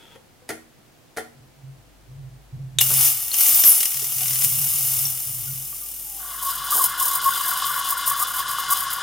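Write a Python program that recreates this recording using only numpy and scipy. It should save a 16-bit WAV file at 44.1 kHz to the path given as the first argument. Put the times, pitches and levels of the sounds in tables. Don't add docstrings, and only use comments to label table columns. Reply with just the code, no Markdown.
import sys
import numpy as np
from scipy import signal
from scipy.fft import rfft, irfft
from scipy.io import wavfile
from scipy.ndimage import uniform_filter1d

SR = 44100
rng = np.random.default_rng(int(sys.argv[2]) if len(sys.argv) > 2 else 0)


def materialize(psi):
    bounded = np.clip(np.atleast_2d(psi).T, -1, 1)
    quanta = np.round(bounded * 32767).astype(np.int16)
    wavfile.write(sys.argv[1], SR, quanta)


N = 397782
T = np.arange(N) / SR

# centre_hz, width_hz, lift_db
PITCHER_PEAKS = [(509, 66, 10), (751, 89, 13), (1006, 188, 20), (1131, 122, 19.5), (1432, 145, 13),
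                 (2103, 77, 14.5), (2450, 130, 8), (2980, 720, 19), (3480, 110, 12), (3955, 570, 10),
                 (4853, 130, 12.5), (5270, 740, 9.5), (6700, 990, 8), (8640, 860, 8.5), (10800, 990, 7)]
CHURN_START_S, FIZZ_START_S, FIZZ_RISE_DB = 6.19, 6.165, 21


def from_db(db):
    return 10 ** (np.asarray(db) / 20)


def rms_one(x):
    return x / np.sqrt(np.mean(x ** 2) + 1e-20)


def white():
    return rng.standard_normal(N)


def level(rows, axis=1, fade_in=.01, fade_out=.02):
    rows = np.array(rows)
    before = np.maximum(rows[0, 0] - T, 0) / fade_in
    after = np.maximum(T - rows[-1, 0], 0) / fade_out
    gain = from_db(np.interp(T, rows[:, 0], rows[:, axis]))
    return gain * np.exp(-np.minimum(before + after, 20))


def drift(rate):
    f = np.arange(N // 2 + 1) * SR / N
    return rms_one(irfft(rfft(white()) / (1 + (f / rate) ** 2), N))


def colour(x, spectrum, peaks=(), size=8192):
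    f = np.maximum(np.arange(size // 2 + 1) * SR / size, 1)
    hz, db = np.transpose(spectrum)
    shape = np.interp(np.log(f), np.log(hz), db)
    for centre, width, lift in peaks:
        shape = shape + lift / (1 + (2 * (f - centre) / width) ** 2)
    cepstrum = irfft(np.log(from_db(shape)))[:size // 2]
    response = irfft(np.exp(rfft(2 * cepstrum, size) - cepstrum[0]))
    return signal.oaconvolve(x, response / np.linalg.norm(response))[:N]


def decay(start, t60):
    age = T - start
    return (age >= 0) * np.exp(-np.clip(np.log(1000) * age / t60, 0, 20))


def grains(per_s, spread_db):
    sizes = from_db(spread_db * np.minimum(rng.exponential(1, N), 4)) * np.sign(white())
    return rms_one(sizes * (rng.random(N) < per_s / SR))


def throb(per_s, jitter, t60, spread_db):
    cycles = np.floor(np.cumsum(per_s * np.exp(jitter * drift(per_s)) / SR))
    sizes = from_db(spread_db * np.clip(white(), -2, 2))
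    kicks = (np.diff(cycles, prepend=0) > 0) * sizes
    r = from_db(-60 / (t60 * SR))
    return rms_one(signal.lfilter([1], [1, -2 * r, r * r], kicks + 1e-18))


def arch(start, end, edge):
    part = (T - start) / max(end - start, .005)
    edge = np.clip(edge, 0, 1)
    return ((part > 0) & (part < 1)) * (edge + (1 - edge) * np.sin(np.pi * part))


def settle(start, rise_db, settle_s):
    age = np.maximum(T - start, 0)
    return (age > 0) * from_db(-rise_db * np.exp(-age / settle_s))


def rings(rows):
    out = np.zeros(N)
    for s, db, hz, t60 in rows:
        phase = 2 * np.pi * hz * (T - s)
        out += from_db(db) * decay(s, t60) * (np.sin(phase) + 0.2 * np.sin(2 * phase))
    return out


def bubbles(rows, pitch_hz, scatter):
    out = np.zeros(N)
    for (s, db, length), (detune, turn) in zip(rows, rng.standard_normal((len(rows), 2))):
        near = slice(int((s - 2 * length) * SR), int((s + 2 * length) * SR))
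        age = T[near] - s
        hz = pitch_hz * np.exp(scatter * detune)
        tone = np.sin(2 * np.pi * (hz * age + turn))
        out[near] += from_db(db) * .5 ** ((2 * age / length) ** 2) * tone
    return out


def edge_tone(rows, waver, waver_rate):
    unsteady, out = 1 + waver * drift(waver_rate), 0
    for s, end, first_hz, last_hz, db in rows:
        pitch = np.interp(T, [s, end], [first_hz, last_hz]) * unsteady
        tone = np.sin(2 * np.pi * np.cumsum(pitch) / SR)
        out = out + from_db(db) * arch(s, end, edge=0.54) * tone
    return out * rms_one(from_db(1.6 * drift(200)))


def echoes(x, t60, gap=0.0018):
    t = T[:SR // 2]
    response = rng.standard_normal(len(t)) * (t > gap) * np.exp(-np.log(1000) * t / t60)
    return signal.oaconvolve(x, response / np.linalg.norm(response))[:N]


def place(x, pan_db, side_db, room_db, room_t60=.33, lag=.27):
    side = from_db(side_db) * echoes(x, t60=0.0084, gap=0)
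    tail = np.array([echoes(x, room_t60), echoes(x, room_t60)])
    delay = np.exp(-2j * np.pi * lag * np.arange(N // 2 + 1) / N)
    late = irfft(rfft(x - side) * delay, N)
    return (np.array([x + side, late]) + from_db(room_db) * tail) * from_db([[pan_db / 2], [-pan_db / 2]])


def kitchen_floor():
    # freq_hz, density_db
    floor_colour = [(15, -50), (25, -3), (53, -11.5), (122, -1), (209, -8.5), (297, -6), (399, -10),
                    (445, -13), (495, -8), (567, -12.5), (666, -10), (1020, -15.5), (15500, -28)]
    shared = white()
    sides = [colour(shared + 1.8 * white(), floor_colour) for _ in range(2)]
    return from_db(-58) * 0.77 * np.array(sides)


def mains_hum(mains_hz=50):
    # time_s, rms_level_db
    heater_level = [(1.4, -70), (1.67, -61), (2.22, -52), (3.38, -56), (3.44, -61.5), (6.63, -52.5),
                    (7.22, -58), (8.95, -55.5)]
    hum = level(heater_level, fade_in=.1) * np.sqrt(2) * np.sin(2 * np.pi * mains_hz * T)
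    return hum * from_db([[1.7], [-1.9]])


def boiler_simmer(evenness=0.77, attack_s=0.025, t60_s=0.51, surge_db=1, surges_per_s=8):
    # freq_hz, density_db
    rumble_colour = [(50, -39), (80, -41), (100, -7), (117, -11.5), (131, 9), (146, -6), (175, -27.5),
                     (240, -39), (2000, -85)]
    # start_s, end_s, level_db
    bout_rows = [(1.348, 1.41, -51), (1.56, 1.62, -51), (1.62, 1.703, -42), (2.07, 2.315, -40.5),
                 (2.521, 2.637, -32.5), (2.72, 3.002, -34), (3.03, 3.155, -46.5), (3.46, 3.64, -54),
                 (3.934, 4.15, -49), (4.146, 4.41, -41), (4.42, 4.658, -36.5), (4.71, 5.097, -40),
                 (5.255, 5.475, -41.5), (5.46, 5.528, -36)]
    rumble = colour(white(), rumble_colour)
    swell = np.sqrt(uniform_filter1d(rumble ** 2, size=1700) + 1e-9)
    steady = rms_one(rumble / swell ** evenness)
    spread = from_db(-12.0) * colour(white(), rumble_colour) * [[1], [-1]]
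    bouts = np.max([from_db(db) * np.clip((T - s) / attack_s, 0, 1) * ((T < end) + decay(end, t60_s))
                    for s, end, db in bout_rows], axis=0)
    simmer = from_db(surge_db * drift(surges_per_s)) * bouts * (steady + spread)
    return simmer * from_db([[-1.4], [1.2]])


def valve_trickle():
    # time_s, gain_db
    trickle_level = [(0, -52), (.04, -55), (.08, -56.5), (.15, -53), (.185, -78)]
    # freq_hz, density_db
    trickle_colour = [(120, -30), (200, 0), (267, -7), (298, -6), (530, -7), (721, -20), (912, -5),
                      (1150, -34), (1260, -8), (1690, -14.5), (3350, -10.5), (3940, -20), (15000, -27)]
    source = white() + .7 * grains(per_s=300, spread_db=4)
    return level(trickle_level) * colour(source, trickle_colour, [(3350, 300, 10)])


def knob_knocks():
    # start_s, level_db, pitch_hz, t60_s
    knocks = [(.158, -40, 452, 0.037), (.159, -42.5, 528, 0.13), (.42, -49.5, 498, 0.24),
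              (.425, -53, 760, 0.065)]
    return rings(knocks)


def clunks(ring_db=-11):
    # start_s, ring_db (before the overall ring_db), contact_db
    hits = [(0.157, -50, -52), (.483, -64, -49), (0.4908, -30, -25.5), (0.503, -23.5, -36),
            (1.165, -50, -37), (1.171, -30, -28), (1.182, -23.5, -39), (5.727, -59, -53)]
    # freq_hz, relative_level_db, t60_s
    housing_modes = [(88, -18, 0.78), (237, -11.5, 0.73), (320, -5.5, 0.41), (445, 2.5, 0.11),
                     (538, -8, 0.25), (737, 3, 0.12), (815, -13, .12), (1124, -15, .12), (1396, 8, 0.046),
                     (1803, -5, 0.098), (1880, 1, 0.12), (1900, -2, 0.092), (3130, -15, 0.16),
                     (3450, -17, 0.16)]
    # freq_hz, density_db
    contact_colour = [(80, -7), (300, 8.5), (800, 7.5), (1100, -8), (1900, 5.5), (2700, -8), (6000, -8),
                      (8000, -7.5), (9700, -4), (12000, -10), (15500, -15)]
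    bursts = sum(from_db(db) * decay(s, t60=0.1) for s, _, db in hits)
    contact = colour(bursts * white(), contact_colour)
    out, t = np.zeros(N), T[:SR // 2]
    hz, mode_db, t60 = np.transpose(housing_modes)[:, :, None]
    modes = from_db(mode_db) * np.exp(-np.log(1000) * t / t60) * np.sin(2 * np.pi * hz * t)
    for s, db, _ in hits:
        start = int(s * SR)
        signs = rng.choice([-1, 1], len(modes))
        out[start:start + len(t)] += from_db(db + ring_db) * (signs @ modes)
    return out + contact


def blurts():
    # start_s, level_db
    blurt_rows = [(2.902, -35.5), (3.47, -42), (3.639, -35.5), (6.749, -35.5)]
    puffs = sum(from_db(db) * decay(s, t60=0.27) for s, db in blurt_rows)
    return colour(puffs * white(), [(90, -11), (200, -9.5), (350, -3.5), (800, -4.5), (1500, -5), (3000, -38)])


def nozzle_pops():
    # start_s, level_db, pitch_hz, t60_s
    pops = [(2.786, -16.5, 3510, 0.053), (2.812, -17, 2870, 0.066), (3.316, -20.5, 4280, 0.029),
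            (4.022, -38, 426, .085), (4.215, -35.5, 730, 0.096), (5.054, -15.5, 5620, .038),
            (5.475, -45, 1426, 0.098), (5.727, -41, 1170, .059), (5.82, -49, 1197, 0.24)]
    spit = colour(white(), [(1500, -18), (2700, -5.5), (3700, 11), (4700, -24), (6500, -3.5), (9500, -1),
                            (12000, -11), (15500, -19)])
    return rings(pops) + from_db(-9) * decay(pops[0][0], t60=0.044) * spit


def nozzle_whistle():
    # start_s, end_s, first_pitch_hz, last_pitch_hz, level_db
    whistles = [(3.475, 3.497, 12600, 14000, -14), (3.545, 3.575, 14000, 14400, -13.5),
                (3.592, 3.618, 13200, 14200, -13), (3.647, 3.725, 12400, 10900, -7.5),
                (3.73, 3.79, 10800, 9600, -20)]
    return edge_tone(whistles, waver=.06, waver_rate=900)


def steam_jet(hiss_db=-1, spray_db=-15.3, spray_follows=.96, drying_db_per_s=1, slug_db=-11,
              slug_gap_s=.0249, split_hz=4700, sputter=0.2):
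    # time_s, level_db
    flow_rows = [(2.81, -12.5), (2.85, -20.5), (2.97, -16), (3.07, -13.5), (3.15, -24.5), (3.3, -27.5),
                 (3.41, -14.5), (3.61, -15.5), (3.63, -19), (3.66, -13.5), (3.96, -26), (4.4, -21.5),
                 (4.45, -15), (4.47, -21), (5.02, -21), (5.15, -26.5), (5.8, -32.5), (6.33, -33)]
    # freq_hz, density_db
    jet_colour = [(250, -30), (500, -25), (1000, -26.5), (2000, -30.5), (4200, -14.5), (7800, 1),
                  (10000, 4.5), (15500, 3.5)]
    # centre_hz, width_hz, lift_db
    jet_peaks = [(809, 154, 11.2), (1234, 340, 12), (1500, 47, 4.8), (2114, 860, 14.5), (2913, 590, 12.4),
                 (3555, 135, 8.1), (5090, 250, 7.8), (5640, 180, 5.7), (6007, 150, 9.6), (6470, 61, 5.4),
                 (7205, 200, 7.6), (9150, 830, 7.5), (10370, 71, 7.8), (10660, 490, 5.9),
                 (11260, 130, 13.4), (12100, 77, 2.7), (11960, 450, 9.8), (12950, 370, 10.6),
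                 (14400, 210, 15.5), (15050, 440, 12.2)]
    # start_s, length_s, level_db
    slugs = [(2.81, .01, 1), (3.341, .01, -3), (3.459, .03, -4), (3.637, .01, 2), (3.805, .06, -3),
             (3.919, .14, -10.5), (4.182, .19, -8), (4.419, .04, -6.5)]
    puffs = throb(per_s=39, jitter=.25, t60=.018, spread_db=3)
    jet = colour(white(), jet_colour, jet_peaks)
    high, low = (rms_one(signal.sosfilt(signal.butter(4, split_hz, kind, fs=SR, output="sos"), jet))
                 for kind in ("high", "low"))
    flow = level(flow_rows, fade_in=0.0041, fade_out=0.6)
    hiss = from_db(hiss_db) * flow * high * rms_one(1 + 0.18 * puffs)
    wetness = from_db(spray_db - drying_db_per_s * (T - flow_rows[0][0]))
    spray = wetness * flow ** spray_follows * low * rms_one(1 + sputter * puffs)
    shots = sum(from_db(db + slug_db) * decay(s, t60=0.035)
                for start, length, db in slugs for s in start + np.arange(0, length, slug_gap_s))
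    splash = colour(white(), [(150, -2), (900, -8.5), (2300, -2.0), (6000, 14.5), (11000, 13.0), (15500, 3)],
                    jet_peaks)
    return hiss + spray + uniform_filter1d(shots, size=130) * splash


def entry_hoot():
    # start_s, end_s, first_pitch_hz, last_pitch_hz, level_db
    hoots = [(6.05, 6.35, 857, 684, -49.5)]
    return edge_tone(hoots, waver=.035, waver_rate=120)


def milk_churn(churn_db=-29.5, rise_db=17, settle_s=0.37, heave_db=1.3, count=200):
    # freq_hz, density_db
    churn_colour = [(60, -45), (120, -29), (146, 4), (178, -39.5), (600, -22), (900, -21.5), (1700, 0.5),
                    (2400, -27), (4000, -77)]
    gap, size = rng.standard_normal((2, count))
    times = CHURN_START_S + np.cumsum(np.exp(.3 * gap) / 62)
    bursts = bubbles([(s, db, .0045) for s, db in zip(times, 2 * size)], pitch_hz=1247, scatter=0.12)
    train = colour(bursts, churn_colour, PITCHER_PEAKS)
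    train = train / np.std(train[T > CHURN_START_S])
    roar = .62 * train + .74 * colour(white(), churn_colour, PITCHER_PEAKS)
    return from_db(churn_db + heave_db * drift(12)) * settle(CHURN_START_S, rise_db, settle_s) * roar


def big_collapses(collapse_db=-1):
    # peak_time_s, peak_db, length_s
    collapses = [(6.48, -22.5, 0.041), (6.729, -16, 0.014), (6.797, -18, .01), (6.813, -15.5, 0.01),
                 (7.016, -19, 0.012), (7.271, -12.5, 0.027), (7.41, -20, 0.0057), (7.624, -17.5, 0.0062),
                 (7.70, -22.5, 0.024), (8.08, -23, .02), (8.225, -18.5, 0.017), (8.586, -13, 0.0019),
                 (8.639, -25, 0.003), (8.727, -15, 0.016)]
    return from_db(collapse_db) * bubbles(collapses, pitch_hz=1139, scatter=0.064)


def milk_fizz(fizz_db=-32.5, settle_s=0.24):
    # freq_hz, density_db
    fizz_colour = [(1500, -19.5), (2400, -25), (3200, -11.5), (5000, -12), (7500, -10.5), (11000, -9.5),
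                   (15500, -24)]
    foam = rms_one(white() + 0.55 * grains(per_s=2500, spread_db=-1.5)) * from_db(1.7 * drift(15))
    fizz = from_db(fizz_db) * settle(FIZZ_START_S, FIZZ_RISE_DB, settle_s) * foam
    return colour(fizz, fizz_colour, PITCHER_PEAKS)


def air_gulps(sip_db=-30, sips_per_s=9, settle_s=0.32):
    # start_s, end_s, level_db
    gulps = [(6.41, 6.544, -24.5), (6.701, 6.794, -15.5), (6.787, 6.878, -16), (6.976, 7.12, -19),
             (7.12, 7.187, -22), (7.215, 7.357, -23), (7.345, 7.587, -24), (7.65, 7.745, -24.5),
             (7.79, 7.807, -22.5), (7.871, 7.948, -23), (8.056, 8.11, -21), (8.19, 8.241, -18.5),
             (8.333, 8.386, -24.5), (8.702, 8.74, -15), (8.737, 8.82, -26)]
    # freq_hz, density_db
    air_colour = [(200, -33), (1000, -17), (2500, -56), (4000, -23), (6000, -13.5), (8000, -7.5),
                  (11000, 0), (12000, 1.5), (13700, 7), (15500, 1.5)]
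    sloshing = throb(per_s=sips_per_s, jitter=0.18, t60=.16, spread_db=2.0)
    sips = from_db(sip_db) * settle(FIZZ_START_S, FIZZ_RISE_DB, settle_s) * sloshing
    suction = np.hypot(sips, sum(from_db(db) * arch(s, end, edge=0.33) for s, end, db in gulps))
    tearing = rms_one(1 + .7 * throb(per_s=42, jitter=.5, t60=.025, spread_db=3.5))
    crackle = rms_one(white() + .5 * grains(per_s=2200, spread_db=-4.5))
    return colour(suction * tearing * crackle, air_colour, PITCHER_PEAKS)


def scene():
    body = place(clunks() + knob_knocks() + valve_trickle(), pan_db=0.7, side_db=-10.0, room_db=-4.0)
    wand = place(steam_jet() + nozzle_pops() + blurts() + nozzle_whistle(),
                 pan_db=2.0, side_db=-22, room_db=-6, room_t60=.17)
    milk = milk_churn() + big_collapses() + milk_fizz() + air_gulps()
    pitcher = place(milk + entry_hoot(), pan_db=1.8, side_db=-24, room_db=-11, room_t60=.13)
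    return kitchen_floor() + mains_hum() + boiler_simmer() + body + wand + pitcher


def record(dry, top=0.88, cutoff_hz=15850):
    rounded = dry / (1 + (dry / top) ** 4) ** (1 / 4)
    return signal.sosfilt(signal.ellip(12, .1, 80, cutoff_hz, fs=SR, output="sos"), rounded)


dry = scene()
out = record(dry)
materialize(out)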